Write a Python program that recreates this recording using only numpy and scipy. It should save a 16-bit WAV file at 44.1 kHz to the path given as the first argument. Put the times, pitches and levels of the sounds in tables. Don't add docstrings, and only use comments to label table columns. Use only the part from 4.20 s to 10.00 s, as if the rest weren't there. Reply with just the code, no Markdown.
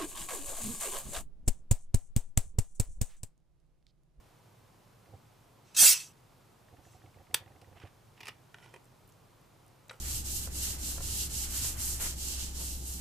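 import sys
import numpy as np
from scipy import signal
from scipy.fft import rfft, irfft
from scipy.io import wavfile
from scipy.ndimage import uniform_filter1d

SR = 44100
rng = np.random.default_rng(int(sys.argv[2]) if len(sys.argv) > 2 else 0)


def persist_wave(psi):
    counts = np.round(np.clip(psi, -1, 1) * 32767).astype(np.int16)
    wavfile.write(sys.argv[1], SR, np.atleast_2d(counts).T)


def linear_from_db(decibels):
    return 10 ** (np.asarray(decibels, float) / 20)


N = 255780


def evened(x):
    return x / np.sqrt(np.mean(x ** 2) + 1e-20)


def read(points, hz):
    f, value = np.transpose(points)
    return np.interp(np.log(hz + 1), np.log(f + 1), value)


def add(mix, start_s, sound, pan_db=-4.5):
    part = mix[:, round(start_s * SR):][:, :sound.shape[-1]]
    sides = linear_from_db(np.array([[.5], [-.5]]) * pan_db)
    part += (sound * sides)[:, :part.shape[1]]


def two_ports(left, other, same, hz):
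    like = np.clip(read(same, hz), -1, 1)
    return np.array([left, like * left + np.sqrt(1 - like ** 2) * other])


def hiss(length, colour, same, tilt, patchy_db=0., slope_db=None):
    frames = length // 128 + 5
    hz = np.fft.rfftfreq(512, 1 / SR)[:, None]
    a, b, c, d, patches = rng.standard_normal((frames, 257, 5)).T
    patches = uniform_filter1d(patches, size=4, axis=0)
    patches = evened(uniform_filter1d(patches, size=14, axis=1))
    z = two_ports(a + 1j * b, c + 1j * d, same, hz)
    sides = np.array([.5, -.5])[:, None, None]
    db = read(colour, hz) + patchy_db * patches + sides * read(tilt, hz)
    if slope_db is not None:
        at = np.minimum(np.arange(frames) * 128, length - 1)
        db = db + np.log2((hz + 500) / 6000) * slope_db[at]
    return evened(signal.istft(z * linear_from_db(db), nperseg=512, noverlap=384)[1][:, :length])


def resonate(x, modes):
    total = 0
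    for hz, width, db in modes:
        b, a = signal.iirpeak(hz, hz / (width * np.pi / 2), SR)
        total = total + linear_from_db(db) * signal.lfilter(b, a, signal.lfilter(b, a, x))
    return total


def ring(modes, length=4000):
    t = np.arange(length) / SR
    x = 0
    for hz, t60, db in modes:
        x = x + linear_from_db(db - 60 * t / t60) * np.sin(2 * np.pi * hz * rng.uniform(0.9, 1.1) * t)
    return x / abs(x).max()


def burst(decay, length=3000):
    return rng.standard_normal(length) * linear_from_db(-60 * np.arange(length) / SR / max(decay, .001))


def bright(x, hz=5000):
    return signal.sosfilt(signal.butter(2, hz, "high", fs=SR, output="sos"), x)


def band(x, low_hz, high_hz):
    return signal.sosfilt(signal.butter(2, [low_hz, high_hz], "band", fs=SR, output="sos"), x)


def gritty(length):
    clumps = evened(uniform_filter1d(rng.standard_normal(length), size=60))
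    return rng.standard_normal(length) * linear_from_db(3.6 * clumps)


def played(rows):
    s, *columns = np.transpose(rows)
    t = np.arange(s[0], s[-1], 1 / SR)
    return s[0], signal.windows.tukey(len(t), .1), [np.interp(t, s, c) for c in columns]


# pitch_hz, level_db (per Hz)
ROOM_TONE = [(15, -39.5), (25, -8.5), (65, -12), (86, -8.5), (103, 0), (128, -2), (167, -8.5), (249, -13.5),
             (393, -13), (602, -14.5), (1000, -15.5), (1900, -25.5), (2120, -25), (14900, -35)]
# pitch_hz, likeness (-1 to 1)
ROOM_TONE_LIKENESS = [(60, 0.86), (180, 0.83), (550, 0.25), (1650, 0.68), (4970, 0.7), (15000, 0.91)]
# pitch_hz, left_minus_right_db
ROOM_TONE_BALANCE = [(60, -0.62), (240, -0.63), (950, -1.0), (3770, -0.62), (15000, 0.0)]
ROOM_TONE_DB = -62


def air():
    hz = np.fft.rfftfreq(N, 1 / SR)
    left, other = rfft(rng.standard_normal((N, 2)).T)
    z = two_ports(left, other, ROOM_TONE_LIKENESS, hz)
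    sides = np.array([[.5], [-.5]])
    z *= linear_from_db(read(ROOM_TONE, hz) + sides * read(ROOM_TONE_BALANCE, hz))
    return linear_from_db(ROOM_TONE_DB + 1.0) * evened(irfft(z, N))


# start_s, peak_db
REVERSALS = [(0.865, -55), (0.889, -51), (0.92, -50), (0.937, -42), (2.527, -47), (2.584, -48.5),
             (2.664, -50), (2.746, -47), (2.839, -46.5), (2.869, -54.5), (2.962, -48), (2.997, -47.5),
             (3.099, -47), (3.134, -44), (3.209, -50), (3.262, -48.5), (3.304, -50.5), (3.351, -48.5),
             (3.42, -47), (3.473, -48), (3.514, -51), (3.556, -50), (3.637, -38)]
# pitch_hz, t60_s, level_db
LOW_RING_MODES = [(94.8, 0.078, 14), (110.6, 0.035, -5)]
# centre_hz, width_hz, level_db
BARREL_MODES = [(311, 80, 1), (530, 92, 1.5), (725, 95, 4.5)]
# pitch_hz, t60_s, level_db
PAWL_MODES = [(1980, 0.022, 16), (2600, 0.02, 10)]
STEP_FRAMES = [0, 39, 41, 43, 45, 47, 48, 50, 51, 53, 54, 57, 57.6, 58, 59, 60, 62, 64]
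# peak_s, level_db, whirr_hz
SURGES = [
    (3.578, -60.5, 2800),
    (3.627, -57, 2910),
    (3.668, -60.5, 2630),
]
FIRST_STEP_S, FRAMES_PER_S = .859, 23.976
TICK_DB, TICK_SPREAD_DB = -58.5, 1.2
RATTLE_DB, RATTLE_GROWTH = -51, 0.53
SURGE_S = .06


def focus(mix):
    t = np.arange(4000) / SR
    for s, db in REVERSALS:
        jolt = np.sin(2 * np.pi * 420 * t) * (1 - np.exp(-t / 0.00037)) * linear_from_db(-60 * t / 0.0087) * 3.7
        gears = rng.standard_normal(len(t)) * np.exp(-(t / 0.02) ** 4)
        rattle = resonate(gears, BARREL_MODES)
        rattle = 0.24 * rattle / rattle[:700].std()
        swell = (1 - np.exp(-t / 0.0094)) * np.exp(-(t / 0.046) ** 4)
        low_ring = -ring(LOW_RING_MODES) * swell * 1.76
        rattle_db = RATTLE_DB + RATTLE_GROWTH * (db - RATTLE_DB)
        add(mix, s, linear_from_db(db) * (low_ring + 0.33 * jolt) + linear_from_db(rattle_db) * rattle)
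    for frame in STEP_FRAMES:
        click = band(burst(0.0048, length=4000), 1200, 2400)
        tick = 1.37 * ring(PAWL_MODES) + 0.61 * click / abs(click).max()
        tick_db = TICK_DB + TICK_SPREAD_DB * rng.standard_normal()
        add(mix, FIRST_STEP_S + frame / FRAMES_PER_S, linear_from_db(tick_db) * tick)
    length = round(SURGE_S * SR)
    for s, db, hz in SURGES:
        low = signal.butter(2, 500, fs=SR, output="sos")
        slow = signal.sosfilt(low, rng.standard_normal((2, length)))
        turn = 2 * np.pi * hz * np.arange(length) / SR
        whine = evened(slow[0] * np.cos(turn) + slow[1] * np.sin(turn))
        scrape = evened(band(gritty(length), 447, 2500))
        whirr = 0.46 * whine + 0.85 * scrape
        add(mix, s - SURGE_S / 2, np.hanning(length) * linear_from_db(db) * whirr)


# start_s, jet_db
MAIN_BURST = [
    (1.538, -66),
    (1.551, -40),
    (1.563, -43.5),
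    (1.566, -27),
    (1.605, -15.5),
    (1.691, -15.5),
    (1.733, -21.5),
    (1.748, -32.5),
    (1.791, -44),
]
# start_s, length_s, jet_db, held_share (0-1), brightness_db (per octave)
LEAKS = [
    (1.441, 0.24, -69.5, 0.63, -8),
    (1.739, 0.19, -42, 0.34, -0.5),
    (2.609, 0.32, -70, 0.4, -1),
]
# pitch_hz, level_db (per Hz)
JET_COLOUR = [(590, -45), (1000, -19.5), (2590, -11), (4000, -7), (5600, -3.5), (8600, -4), (11600, -10.5),
              (15000, -12)]
# pitch_hz, level_db (per Hz)
RUSH_COLOUR = [(71, -24.5), (120, -7), (342, -6), (851, -3), (927, -9.5), (1030, -6), (2200, -4.5),
               (2860, -36), (4840, -120)]
# pitch_hz, likeness (-1 to 1)
GAS_LIKENESS = [(60, 0.04), (150, 0.47), (380, 0.023), (950, 0.34), (2380, 1), (5980, 0.94), (15000, 0.12)]
# pitch_hz, left_minus_right_db
GAS_BALANCE = [(60, -8), (180, -0.5), (550, -3), (1650, -2), (4970, -2), (15000, -2.0)]
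# centre_hz, width_hz, level_db
CAP_AIR = [(2610, 130, 0), (5950, 400, 1.5), (7800, 400, -1)]
TOP_DB, TOP_SLOPE_DB, DULLING = -18.5, 3.5, 0.27
LEAK_RISE_S, LEAK_FALL_DB = .035, -27
CAVITY_DB, CAVITY_MAX_DB = -4.5, -35
RUSH_DB = -34
GUST_S, GUST_DB, GUST_FALL_DB_PER_S = 1.64, -22, 223.5
THREAD_ECHO = 122
NARROW_S, NARROW_SPAN_S, NARROW_ECHO = 1.607, .03, .85


def gas(mix):
    flows = [[(s, db, TOP_SLOPE_DB + DULLING * (db - TOP_DB)) for s, db in MAIN_BURST]]
    for s, length, db, held, slope_db in LEAKS:
        flows.append([(s, db - 12.5, slope_db),
                      (s + LEAK_RISE_S, db, slope_db),
                      (s + held * length, db, slope_db),
                      (s + length, db + LEAK_FALL_DB, slope_db)])
    for rows in flows:
        s, fade, (jet_db, slope_db) = played(rows)
        t = s + np.arange(len(fade)) / SR
        jet = hiss(len(t), JET_COLOUR, GAS_LIKENESS, GAS_BALANCE, 3.5, slope_db)
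        narrow = NARROW_ECHO * np.exp(-((t - NARROW_S) / NARROW_SPAN_S) ** 4)
        turns = [narrow ** k * np.roll(jet, shift=k * THREAD_ECHO, axis=1) for k in range(5)]
        jet = sum(turns) * np.sqrt(1 - narrow ** 2)
        cavity = evened(resonate(rng.standard_normal(len(t)), CAP_AIR))
        cavity = linear_from_db(np.minimum(jet_db + CAVITY_DB, CAVITY_MAX_DB)) * cavity
        gust = linear_from_db(GUST_DB - GUST_FALL_DB_PER_S * abs(t - GUST_S))
        rush = (gust + linear_from_db(RUSH_DB)) * hiss(len(t), RUSH_COLOUR, GAS_LIKENESS, GAS_BALANCE, 3.6)
        add(mix, s, fade * (linear_from_db(jet_db) * (jet + rush) + cavity), 0)


# left_ms, right_ms, level_db
NEAR_ECHOES = [(.76, .68, -16.5), (1.1, 1.25, -16.5), (1.45, 1.4, -22.5), (1.85, 2.16, -12)]


def near(x):
    taps = np.zeros((2, 128))
    taps[:, 0] = 1
    for left_ms, right_ms, db in NEAR_ECHOES:
        delay = np.array([[left_ms], [right_ms]]) * SR / 1000
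        taps += linear_from_db(db) * np.sinc(np.arange(128) - delay)
    taps = taps.mean(0) + bright(taps - taps.mean(0), 4000)
    return signal.oaconvolve(x, taps / np.linalg.norm(taps[0]), axes=1)[:, :N]


# pitch_hz, t60_s
ROOM_DECAY = [(300, 0.24), (1500, 0.23), (4000, 0.15), (10000, 0.082), (14500, 0.12)]
ROOM_DB = -13.5


def room(x):
    taps = np.zeros((2, SR // 2))
    slots = np.arange(200, SR // 2 - 20, 20)
    at = slots[None] + rng.integers(0, 20, (2, len(slots)))
    np.put_along_axis(taps, at, rng.choice([-1., 1.], at.shape), 1)
    hz, t, z = signal.stft(taps, SR, nperseg=256)
    decay = linear_from_db(-60 * t / read(ROOM_DECAY, hz)[:, None])
    tail = signal.istft(z * decay, SR, nperseg=256)[1]
    tail = tail + 0.23 * tail[::-1]
    return signal.fftconvolve(x.mean(0)[None], tail / np.linalg.norm(tail[0]), axes=1)[:, :N]


# start_s, peak_db, decay_s
SEAL_CRACKS = [
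    (3.1418, -30, 0.00586),
    (3.1438, -10.5, 0.0035),
    (3.1452, -15, 0.018),
    (3.151, -33, 0.018),
    (3.16, -43, 0.06),
    (3.168, -40, 0.13),
]
# centre_hz, width_hz, level_db (over the bare crack)
NECK_MODES = [(420, 120, 3), (930, 170, 6), (1710, 150, 8), (2250, 250, 2), (2900, 220, 2), (3500, 250, 13),
              (4800, 250, 4), (5900, 500, 1), (7900, 300, 7), (14100, 350, 5), (14780, 250, 9)]
RING_FADE_DB_PER_S = 9000


def seal(mix):
    main_s = SEAL_CRACKS[1][0]
    for s, db, decay in SEAL_CRACKS:
        blow = 6 * linear_from_db(-RING_FADE_DB_PER_S * abs(s - main_s)) * signal.unit_impulse(3000)
        sound = band(burst(decay), 800, 11500) + resonate(blow, NECK_MODES)
        add(mix, s, linear_from_db(db) * sound / abs(sound).max(), -.8)


def plastic(drive, modes, edge_db):
    edges = band(band(drive, 2800, 10500), 2000, 12000)
    return evened(resonate(drive, modes)) + linear_from_db(edge_db) * evened(edges)


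# start_s, peak_db, edge_brightness_db
THREAD_KNOCKS = [(3.415, -48, -6), (3.5995, -44.5, -15), (3.672, -54, -14), (3.977, -50, -23),
                 (4.0052, -38, -23.5), (4.0105, -41, -9), (4.0315, -39.5, -25), (4.0555, -43, 2),
                 (4.0695, -32, -11), (4.08, -33.5, -8), (4.083, -30.5, -8), (4.089, -39, -27),
                 (4.0975, -45, -25)]
FINGER_KNOCKS = [(4.344, -36, -30.5), (4.351, -49, -23), (4.385, -45.5, -21), (4.402, -54, -19.5),
                 (4.427, -47, -22), (4.461, -45.5, -23)]
LIFT_KNOCKS = [
    (4.5393, -38.5, -15),
    (4.5425, -43.5, -8),
    (4.5612, -41, -18),
    (4.564, -49, -6),
]
TABLE_KNOCKS = [
    (5.6951, -34, -20),
    (5.6966, -33, -20),
    (5.7, -39, -20),
]
REBOUND_KNOCKS = [
    (5.708, -41, -30),
    (5.71, -38.5, -19),
    (5.737, -53, -22),
    (5.742, -52, -17),
    (5.763, -58, 1),
]
# centre_hz, width_hz, level_db
THREAD_MODES = [(360, 163, 5.5), (1010, 520, 7), (1950, 480, 8), (2390, 390, 6), (2825, 65, 5),
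                (3460, 110, 4.5), (5000, 890, -3), (9300, 320, -21), (14500, 798, -14)]
FINGER_MODES = [(392, 97, 9.5), (740, 750, 7.5), (2300, 320, 5), (3370, 200, -20), (1430, 194, 9),
                (1830, 410, 8.5), (2879, 330, 6), (4100, 150, -20.5), (5230, 1100, -6)]
MOUTH_MODES = [(410, 97, 5.5), (515, 41, 5), (970, 173, -2), (1950, 190, -1), (2430, 180, -1),
               (3117, 83, -5)]
TABLE_MODES = [(565, 200, -5), (1230, 195, -3), (1906, 404, 3), (2250, 330, 1), (2890, 190, 2),
               (3800, 280, 5.5), (4550, 410, -1), (5400, 650, -8)]
ROCKING_MODES = [(563, 200, 1), (813, 75, 1), (1284, 160, 3), (1940, 230, -2.5), (3000, 370, -9.5),
                 (7800, 330, -15)]
# decay_s, left_minus_right_db
GRIP_CONTACT = [
    (.026, -2),
    (0.012, -1),
    (0.022, -2.5),
    (0.0094, 3),
    (0.022, 0),
]
# start_s, peak_s, end_s, peak_db, edge_brightness_db
RUB_STROKES = [
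    (3.961, 4.085, 4.13, -52, -14),
    (4.343, 4.44, 4.59, -59.5, -11.5),
    (5.697, 5.711, 5.8, -57.5, -7.5),
]
RUB_START_DB, RUB_END_DB = -18.5, -17


def cap(mix):
    grips = [(THREAD_KNOCKS, THREAD_MODES), (FINGER_KNOCKS, FINGER_MODES), (LIFT_KNOCKS, MOUTH_MODES),
             (TABLE_KNOCKS, TABLE_MODES), (REBOUND_KNOCKS, ROCKING_MODES)]
    for (knocks, modes), (decay, pan_db) in zip(grips, GRIP_CONTACT):
        for s, db, edge_db in knocks:
            drive = burst(decay)
            drive[0] = 0 if modes is THREAD_MODES else 5
            sound = plastic(drive, modes, edge_db)
            add(mix, s, linear_from_db(db) * sound / abs(sound).max(), pan_db)
    rubbed = (THREAD_MODES, FINGER_MODES, ROCKING_MODES)
    for (start, top, end, db, edge_db), modes in zip(RUB_STROKES, rubbed):
        s, fade, (rub_db,) = played([(start, db + RUB_START_DB), (top, db), (end, db + RUB_END_DB)])
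        add(mix, s, fade * linear_from_db(rub_db) * plastic(gritty(len(fade)), modes, edge_db))


# start_s, peak_db, pitch_hz
BUBBLE_POPS = [(4.6444, -56, 8300), (4.655, -55, 7520), (4.8773, -54, 13500), (4.8914, -54, 10340),
               (4.8987, -54, 7480), (4.9229, -54, 6065), (5.2144, -59.5, 8380), (5.4644, -55.5, 9880),
               (5.4804, -52.5, 8455), (5.683, -49, 7840), (5.7154, -49, 7500), (5.7344, -62, 7650),
               (5.7564, -56.5, 13900), (5.7644, -60, 9280)]


def bubbles(mix):
    t = np.arange(300) / SR
    for s, db, hz in BUBBLE_POPS:
        chirp = np.sin(2 * np.pi * hz * t * (1 + 40 * t)) * linear_from_db(-60 * t / 0.0046)
        tick = 0.7 * bright(burst(0.006, length=300), 6400)
        add(mix, s, linear_from_db(db) * (chirp + tick), rng.normal(-1, 2.04))


def scene():
    bottle, camera = np.zeros((2, 2, N))
    focus(camera)
    for source in (gas, seal, cap, bubbles):
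        source(bottle)
    return near(bottle) + linear_from_db(ROOM_DB) * room(bottle) + camera + air()


def top_cut(x):
    return signal.sosfilt(signal.butter(12, 16380, fs=SR, output="sos"), x)


def record(dry):
    edge = signal.firwin(255, 15050, window=("kaiser", 4), fs=SR)
    limited = signal.oaconvolve(dry, edge[None], "same")
    return top_cut(limited)


dry = scene()
out = record(dry)
persist_wave(out)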